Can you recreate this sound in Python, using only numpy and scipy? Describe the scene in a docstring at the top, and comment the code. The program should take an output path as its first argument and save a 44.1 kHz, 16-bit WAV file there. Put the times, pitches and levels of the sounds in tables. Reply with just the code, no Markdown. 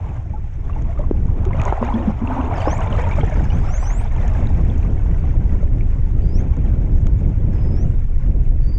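"""Dolphins swim past a camera held under water. From the start, eddies rumble along the housing,
air pockets plop and sharp clicks set the housing ringing. From about 1.5 s two dolphins break the
surface and dive again, driving air under: it gurgles and leaves a cloud of ringing bubbles.
From 2.5 s they whistle in high upward sweeps, thickest just before 4 s. The cloud washes, fizzes
and dies away, and a few more whistles come over the rumble from 6 s to the end."""
import sys
import numpy as np
from scipy import signal
from scipy.fft import rfft, irfft, next_fast_len
from scipy.io import wavfile
from scipy.ndimage import uniform_filter1d, minimum_filter1d

SR = 44100
rng = np.random.default_rng(int(sys.argv[2]) if len(sys.argv) > 2 else 0)


def dump_mix(stems):
    """Bounce the given channels to the path in sys.argv[1] as a 16-bit WAV at rate SR."""
    frames = np.atleast_2d(stems).T  # one column per channel
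    limited = np.clip(frames, -1, 1)  # hard clip at full scale
    pcm = np.round(limited * 32767).astype(np.int16)
    wavfile.write(sys.argv[1], SR, pcm)


N = 387198
TIME = np.arange(N) / SR


def from_db(db):
    """Decibels to gain."""
    return 10 ** (np.asarray(db) / 20)


def rms_one(x):
    """Scale to an rms of 1."""
    return x / np.sqrt(np.mean(x ** 2) + 1e-20)


def add(out, start_s, sound):
    """Mix a sound in at start_s."""
    at = max(int(round(start_s * SR)), 0)
    out[at:at + len(sound)] += sound[:max(N - at, 0)]


def coloured(x, colour):
    """Minimum-phase EQ through (freq_hz, level_db) points, 24 dB an octave down outside them; rms 1."""
    size = next_fast_len(N + SR // 2)
    hz, db = np.transpose(colour)
    grid_hz = np.maximum(np.arange(size // 2 + 1) * SR / size, 1)
    octaves_outside = np.abs(np.log2(grid_hz / np.clip(grid_hz, hz[0], hz[-1])))
    curve_db = np.interp(np.log(grid_hz), np.log(hz), db) - 24 * np.minimum(octaves_outside, 3)
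    cepstrum = irfft(np.log(from_db(curve_db)), size)
    cepstrum[1:size // 2] *= 2
    cepstrum[size // 2 + 1:] = 0
    return rms_one(irfft(rfft(x, size) * np.exp(rfft(cepstrum)), size)[:N])


def drift(rate_hz):
    """Smooth random modulation with a spread of 1."""
    hop = 40
    pole = np.exp(-2 * np.pi * rate_hz * hop / SR)
    noise = rng.standard_normal(N // hop + 2002)
    slow = signal.lfilter([1], [1, -2 * pole, pole * pole], noise)[2000:]
    return np.interp(np.arange(N) / hop, np.arange(len(slow)), rms_one(slow))


def steadied(x, window_s):
    """Even out the slow swells of a noise, keeping its fine grain."""
    power = uniform_filter1d(x ** 2, max(int(window_s * SR), 2))
    return x / np.sqrt(np.abs(power) + 1e-9)


def ring(clicks, hz, t60_s):
    """Resonator: a unit click sets a sine of height 1 ringing."""
    decay, angle = from_db(-60 / (t60_s * SR)), 2 * np.pi * hz / SR
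    return signal.lfilter([0, np.sin(angle)], [1, -2 * decay * np.cos(angle), decay ** 2], clicks + 1e-18)


def swell(start_s, hold_s, attack_s, fall_db_per_s):
    """Power envelope that is fully up at start_s, holds, then dies away."""
    attack = np.clip(1 + (TIME - start_s) / attack_s, 0, 1)
    return attack ** 2 * 10 ** (-fall_db_per_s * np.maximum(TIME - start_s - hold_s, 0) / 10)


def camera_whine(pitch_hz=5400, level_db=-81.5):
    """The camera's own faint, steady tone."""
    return from_db(level_db) * np.sqrt(2) * np.sin(2 * np.pi * pitch_hz * TIME)


# Soft upper-mid EQ of the sea's hiss, shared by the bubble wash: freq_hz, level_db
WASH_COLOUR = [(900, -17.5), (1450, -0.5), (2300, -1), (2900, -9), (3600, -13.5), (4200, -24),
               (5200, -40.5)]


def sea_hiss(level_db=-66):
    """The even hiss of the open water."""
    return from_db(level_db) * coloured(rng.standard_normal(N), WASH_COLOUR)


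def turbulence(colour, lumpy_db, even_s):
    """Churning water: coloured noise with quick lumps in level, evened out over even_s."""
    noise = coloured(rng.standard_normal(N), colour)
    return steadied(noise * from_db(lumpy_db * drift(13.6)), even_s)


# Fader ride of the water streaming past the housing: time_s, level_db
FLOW_RIDE = [(0.0, -26), (0.41, -26.5), (0.49, -31), (0.88, -21), (0.95, -26), (1.25, -20), (1.71, -21.5),
             (1.76, -36), (1.81, -25), (1.96, -26), (3.57, -18.5), (3.79, -26.5), (4.6, -18.5),
             (5.04, -21.5), (5.67, -20.5), (6.09, -24), (6.14, -20), (7.9, -19.5), (8.07, -28),
             (8.29, -21.5), (8.36, -22), (8.78, -24)]
# Fader ride of the deep buffeting: time_s, level_db
BUFFET_RIDE = [(0.0, -32), (1.2, -18), (2.2, -27.5), (3.35, -19), (6.41, -16.5), (6.46, -21), (6.99, -14.5),
               (7.34, -20), (8.63, -14), (8.78, -19)]
# EQs of the sub-bass buffet, the bass rumble and the low-mid eddies: freq_hz, level_db
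BUFFET_COLOUR = [(14, -7), (22, 5.5), (36, 0), (55, -5), (80, -21), (160, -53.5)]
RUMBLE_COLOUR = [(35, -22), (60, 3.5), (85, 2.5), (115, -3.5), (160, -18), (300, -50.5), (600, -73.5)]
EDDY_COLOUR = [(90, -13.5), (135, 7), (230, -2), (320, -7), (490, -14), (850, -27), (2000, -59)]


def flow(buffet_trim_db=2.24, rumble_trim_db=1.46, eddy_mean_db=-30.5, eddy_db_per_flow_db=1.64):
    """Large eddies buffet the housing, smaller ones rumble and rush; the smallest grow fastest with flow."""
    flow_db = np.interp(TIME, *np.transpose(FLOW_RIDE))
    buffet_db = np.interp(TIME, *np.transpose(BUFFET_RIDE))
    eddy_db = eddy_mean_db + eddy_db_per_flow_db * (flow_db - flow_db.mean())
    buffet = from_db(buffet_db + buffet_trim_db) * turbulence(BUFFET_COLOUR, lumpy_db=-1.5, even_s=0.12)
    rumble = from_db(flow_db + rumble_trim_db) * turbulence(RUMBLE_COLOUR, lumpy_db=2.5, even_s=0.12)
    eddies = from_db(eddy_db) * turbulence(EDDY_COLOUR, lumpy_db=2.5, even_s=0.29)
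    return buffet + rumble + eddies


# Sharp clicks in the water: start_s, level_db, low_mode_boost_db
CLICKS = [(.822, -39.5, -3), (0.99, -43, 5), (1.4522, -36.5, 4), (1.6163, -28.5, 4), (1.6363, -38, 4),
          (1.653, -26, -4), (2.779, -34, -7), (2.806, -34, -13), (3.09, -39, 8), (3.442, -35.5, -8),
          (4.2798, -32.5, -2), (4.781, -37, -10), (6.568, -42, -1), (7.0691, -35, 5)]
# Housing resonances, three low then three high: pitch_hz, level_db, t60_s
HOUSING_MODES = [(1320, 4.5, 0.0058), (2260, -5, 0.015), (3180, -2, 0.0033), (5700, -8, 0.0071),
                 (6620, -2.5, 0.009), (7700, -18.5, 0.0078)]


def knocks(spread_db=0.74):
    """Sharp clicks set the housing ringing briefly, each mode with a strength of its own."""
    out = np.zeros(N)
    for k, (hz, mode_db, t60_s) in enumerate(HOUSING_MODES):
        clicks, is_low = np.zeros(N), k < 3
        for (start_s, db, boost_db), chance in zip(CLICKS, rng.standard_normal(len(CLICKS))):
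            add(clicks, start_s, from_db([db + mode_db + is_low * boost_db + spread_db * chance]))
        out += (-1) ** k * ring(clicks, hz, t60_s)
    return out


def air_pocket(hz, t60_s, rise, onset_cycles):
    """A bubble pinches off and rings, its pitch creeping up as it nears the surface."""
    t = np.arange(int(1.5 * t60_s * SR)) / SR
    tone = np.sin(2 * np.pi * hz * t * (1 + rise * t / (2 * t60_s)))
    envelope = (1 - np.exp(-t * hz / onset_cycles)) * from_db(-60 * t / t60_s)
    return -tone * envelope / envelope.max()


# Single air pockets: start_s, pitch_hz, level_db, t60_s
PLOPS = [ (.336, 840, -29.5, 0.13), (.696, 1110, -29.5, 0.03), (.732, 2700, -42, .035),
         (.762, 840, -27.5, .047), (.891, 665, -30.5, .13), (.975, 1190, -32.5, 0.047),
         (.992, 581, -20.5, 0.074), (1.285, 990, -35, 0.04), (1.462, 371, -20, .13),
         (1.507, 967, -26, .047), (1.532, 2060, -26.5, 0.025), (1.598, 2430, -24.5, 0.016),
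         (1.775, 780, -21.5, 0.059), (1.812, 230.6, -15.5, 0.23), (1.923, 1000, -21, .036),
         (1.937, 222, -12.5, 0.24), (1.94, 3310, -34.5, 0.033), (2.073, 202, -8, 0.11),
         (2.105, 780, -20, .015), (2.213, 224, -18, 0.15), (2.274, 2600, -28, 0.018), (2.308, 872, -19, .1),
         (2.44, 405, -25.5, 0.071), (2.525, 747, -16.5, 0.033), (2.605, 2990, -33.5, .047),
         (2.729, 670, -17.5, 0.022), (2.927, 2920, -25.5, 0.0099), (3.068, 910, -19.5, 0.081),
         (3.112, 2210, -24.5, 0.025), (3.212, 3130, -32, .024), (3.502, 2880, -33, 0.047),
         (3.825, 687, -25, .05), (4.42, 560, -27.5, .07), (4.471, 3700, -36, .01),
         (4.7, 3350, -39.5, 0.022), (5.629, 557, -24, .032), (5.8087, 2260, -33, 0.018)]
# Large pockets that split in two: start_s, pitch_hz, level_db, t60_s, smaller_half_offset_db
SPLITS = [(1.1113, 314, 4.5, 0.0067, -41), (1.7248, 420, -14.5, 0.013, 8.5), (1.8264, 557, -12.5, .026, -1),
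          (2.671, 292, -14, 0.064, 4.5), (2.678, 603, -17.5, 0.083, -1), (3.231, 426, -17, 0.043, -2)]


def plops(trim_db=-0.5, split_pitch_ratio=1.75, satellite_db=-14, spread_octaves=0.45, satellites=6):
    """Each pocket of air plops; longer-ringing ones shed a louder splutter of satellite bubbles."""
    larger_halves = [row[:4] for row in SPLITS]
    smaller_halves = [(start_s, hz * split_pitch_ratio, db + offset_db, t60_s / 2)
                      for start_s, hz, db, t60_s, offset_db in SPLITS]
    out = np.zeros(N)
    for start_s, hz, db, t60_s in PLOPS + larger_halves + smaller_halves:
        add(out, start_s, from_db(db + trim_db) * air_pocket(hz, t60_s, rise=0.15, onset_cycles=0.93))
        splutter_gain = from_db(db + satellite_db) * min(t60_s / 0.046, 1) ** 2
        for lateness, height, strength in rng.random((satellites, 3)):
            lag_s = -0.2 * t60_s * np.log(1 - lateness)
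            satellite_hz = hz * 2 ** (spread_octaves * (3 * height - 1))
            satellite = air_pocket(satellite_hz, t60_s / 2, rise=0.071, onset_cycles=0.22)
            add(out, start_s + lag_s, splutter_gain * (0.5 + strength) * satellite)
    return out


def bubbles(colour, low_hz, high_hz, per_s, ring_cycles, near_db, spread_db=4, pitch_count=24):
    """Near bubbles ring singly, in clumps; countless far ones merge into a smooth wash."""
    strengths = from_db(spread_db * np.minimum(rng.exponential(1, N), 4)) * rng.choice([-1, 1], N)
    births = strengths * (rng.random(N) < per_s * from_db(3 * drift(12)) / SR)
    pitch_index = rng.integers(0, pitch_count, N)
    near = sum(ring(births * (pitch_index == k), hz, ring_cycles / hz) * np.sqrt(hz)
               for k, hz in enumerate(np.geomspace(low_hz, high_hz, pitch_count)))
    far = coloured(rng.standard_normal(N), colour)
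    return steadied(from_db(near_db) * coloured(near, colour) + far, window_s=0.14)


# Trails of air behind the two surfacing dolphins: start_s, hold_s, level_db
AIR_TRAILS = [(1.957, 0.083, -30.5), (2.303, 0.17, -25)]
# EQs of the throaty gurgle and the hollow plume: freq_hz, level_db
GURGLE_COLOUR = [(170, -23.5), (250, -1), (300, -12), (400, -14)]
PLUME_COLOUR = [(760, -14.5), (900, 1), (1030, -1), (1180, -9.5)]


def air_trails():
    """Large pockets gurgle behind each dolphin, and the plume of entrained air resonates as a whole."""
    power = sum(from_db(db) ** 2 * swell(start_s, hold_s, attack_s=0.14, fall_db_per_s=149)
                for start_s, hold_s, db in AIR_TRAILS)
    gurgle = bubbles(GURGLE_COLOUR, 207, 328, per_s=44, ring_cycles=58, near_db=6.5,
                     spread_db=3, pitch_count=8)
    plume = from_db(-8.5) * turbulence(PLUME_COLOUR, lumpy_db=0, even_s=0.67)
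    return np.sqrt(power) * (gurgle + plume)


# Splashes and small waves that drive air under: start_s, hold_s, level_db, small_bubble_boost_db
SPLASHES = [(0.005, 0.065, -43.5, -3), (0.716, 0.33, -47, -1), (1.441, .05, -40, -4),
            (1.615, 0.34, -30, -2.5), (2.366, 0.16, -31.5, -4.5), (2.606, 0.4, -29.5, 0.5),
            (3.07, 0.18, -34, 6), (3.764, 0.078, -36.5, 4.5), (4.241, 0.08, -38.5, 3.5),
            (5.102, 0.22, -48, 0.5), (6.5, 0.13, -48, 6), (7.45, 0.32, -50.5, 6)]


def splash_ride(trim_db, smallness, linger_db, calm_db, attack_s=0.18):
    """Level in dB of one bubble size: each splash bursts, then leaves a thin cloud that slowly rises out."""
    power = from_db(calm_db) ** 2
    for start_s, hold_s, db, boost_db in SPLASHES:
        burst = swell(start_s, hold_s, attack_s, fall_db_per_s=39)
        cloud = swell(start_s, hold_s, attack_s, fall_db_per_s=4.5) * from_db(linger_db) ** 2
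        power = power + from_db(db + trim_db + smallness * boost_db) ** 2 * (burst + cloud)
    return 10 * np.log10(power)


# EQs of the round mid bubbling and the bright fizz: freq_hz, level_db
BUBBLING_COLOUR = [(280, -11), (450, -6.5), (650, 1), (900, 0.5), (1100, -4), (1400, -11.5), (2200, -32.5)]
FIZZ_COLOUR = [(3600, -14.5), (4400, -10), (5300, -5), (6100, -1.5), (6800, -1.5), (7600, -8.5),
               (8600, -13), (10000, -23)]


def splash_cloud(churn_db=1.74):
    """Bubbles of three sizes, the smaller the higher. Single ones stand out while the splash is fresh."""
    bubbling_db = splash_ride(trim_db=0.13, smallness=0, linger_db=-13, calm_db=-58)
    wash_db = splash_ride(trim_db=-11.5, smallness=0.75, linger_db=-9, calm_db=-59.5)
    fizz_db = splash_ride(trim_db=-31, smallness=0.84, linger_db=-4, calm_db=-71)
    fresh_db = 0.33 * (wash_db - wash_db.max())
    bubbling = bubbles(BUBBLING_COLOUR, 380, 1500, per_s=320, ring_cycles=40, near_db=fresh_db + 7)
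    wash = bubbles(WASH_COLOUR, 1200, 4200, per_s=650, ring_cycles=61, near_db=fresh_db + 6)
    fizz = bubbles(FIZZ_COLOUR, 4400, 9000, per_s=450, ring_cycles=55, near_db=fresh_db + 3.5)
    cloud = from_db(bubbling_db) * bubbling + from_db(wash_db) * wash + from_db(fizz_db) * fizz
    # the water churns in bursts that shake loose bubbles of every size at once
    return from_db(churn_db * drift(11)) * cloud


# Slapback of a whistle off the surface: delay_s, level_db
SURFACE_ECHOES = [(.0043, -16), (0.0122, -13.5), (0.025, -33.5)]


def surface_reflections(direct, scatter_db=-19, scatter_t60_s=0.22):
    """The surface returns echoes with flipped polarity; its waves scatter a short tail."""
    mirrored = -sum(from_db(db) * np.interp(TIME - delay_s, TIME, direct) for delay_s, db in SURFACE_ECHOES)
    tail = rng.standard_normal(SR // 2) * from_db(-60 * TIME[:SR // 2] / scatter_t60_s)
    scattered = signal.fftconvolve(direct, tail / np.linalg.norm(tail))[:N]
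    return mirrored + from_db(scatter_db) * scattered


# How the housing passes a whistle: pitch_hz, gain_db
HOUSING_RESPONSE = [(4300, -16.5), (5000, -13.5), (5600, -6.5), (6200, 3.5), (6800, -4), (7500, -5.5),
                    (8300, -12), (9400, -24)]


def whistle_contour(t, shape, release_s=0.027):
    """Pitch and level of a whistle: it swoops to its base note, bends into a climb, swells and fades."""
    base_hz, swoop_hz, swoop_s, upturn_s, climb_hz_per_s, bend_s = shape[:6]
    crest_s, level_db, swell_db, fade_db = shape[6:]
    swoop = swoop_hz * np.exp(-t / swoop_s)
    climb = climb_hz_per_s * bend_s * np.logaddexp(0, (t - upturn_s) / bend_s)
    hz = base_hz + swoop + climb
    effort_db = np.interp(t, [0, crest_s, crest_s + release_s], [-swell_db, 0, -fade_db])
    housing_db = np.interp(hz, *np.transpose(HOUSING_RESPONSE))
    return hz, level_db + effort_db + housing_db


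# Whistle cues, with upturn and crest timed from each start: start_s, length_s, base_hz, swoop_hz,
# swoop_s, upturn_s, climb_hz_per_s, bend_s, crest_s, level_db, swell_db, fade_db
WHISTLES = [ (2.55, .24, 4052, 1576, .03, .09, 26600, .026, .17, -39, 0, 4),
            (3.33, .265, 5045, 105, .057, .172, 19700, .036, .2, -54, 1, 2),
            (3.5, .39, 4459, -139, .065, .196, 25060, .061, .27, -39, 23, 6),
            (3.68, .365, 5374, 2481, .073, .218, 26240, .043, .3, -40, 13, 0),
            (3.79, .22, 4741, -442, .013, .039, 24700, .005, .085, -39, 8, 13),
            (6.22, .2, 4774, -179, .034, .101, 19260, .014, .14, -41, 8, 13),
            (6.91, .15, 5032, 268, .009, .027, 31000, .005, .005, -57, 0, 8),
            (7.52, .44, 5080, 680, .016, .28, 24500, .036, .295, -46, 6, 18),
            (8.58, .22, 4660, -400, .035, .2, 0, .01, .085, -39, 22, 0)]


def dolphins(tremble=0.003, wander=0.005, flutter_db=1.6):
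    """Pure gliding tones that waver slightly, mirrored and scattered by the waves overhead."""
    direct = np.zeros(N)
    waver_db = flutter_db * drift(30)
    detune = tremble * drift(60) + wander * drift(9)
    for start_s, length_s, *shape in WHISTLES:
        at = np.arange(int(start_s * SR), min(int((start_s + length_s) * SR), N))
        hz, db = whistle_contour(at / SR - start_s, shape)
        phase = 2 * np.pi * np.cumsum(hz * (1 + detune[at])) / SR
        envelope = from_db(db + waver_db[at]) * signal.windows.tukey(len(at), 0.06)
        add(direct, start_s, envelope * np.sin(phase))
    return direct + surface_reflections(direct)


def scene():
    """Water, bubbles, knocks and whistles meet at one microphone."""
    water = flow() + air_trails() + splash_cloud() + sea_hiss() + plops()
    return (camera_whine() + water + knocks() + dolphins())[None]


def record(dry, ceiling=0.62, limiter_s=0.003, cutoff_hz=9600):
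    """A fast limiter holds the peaks down; the top is cut steeply."""
    window = int(limiter_s * SR)
    needed_gain = ceiling / np.maximum(np.abs(dry), ceiling)
    gain = uniform_filter1d(minimum_filter1d(needed_gain, window), window)
    low_pass = signal.ellip(10, 0.1, 80, cutoff_hz, fs=SR, output="sos")
    return signal.sosfilt(low_pass, dry * gain)


dry = scene()
out = record(dry)
dump_mix(out)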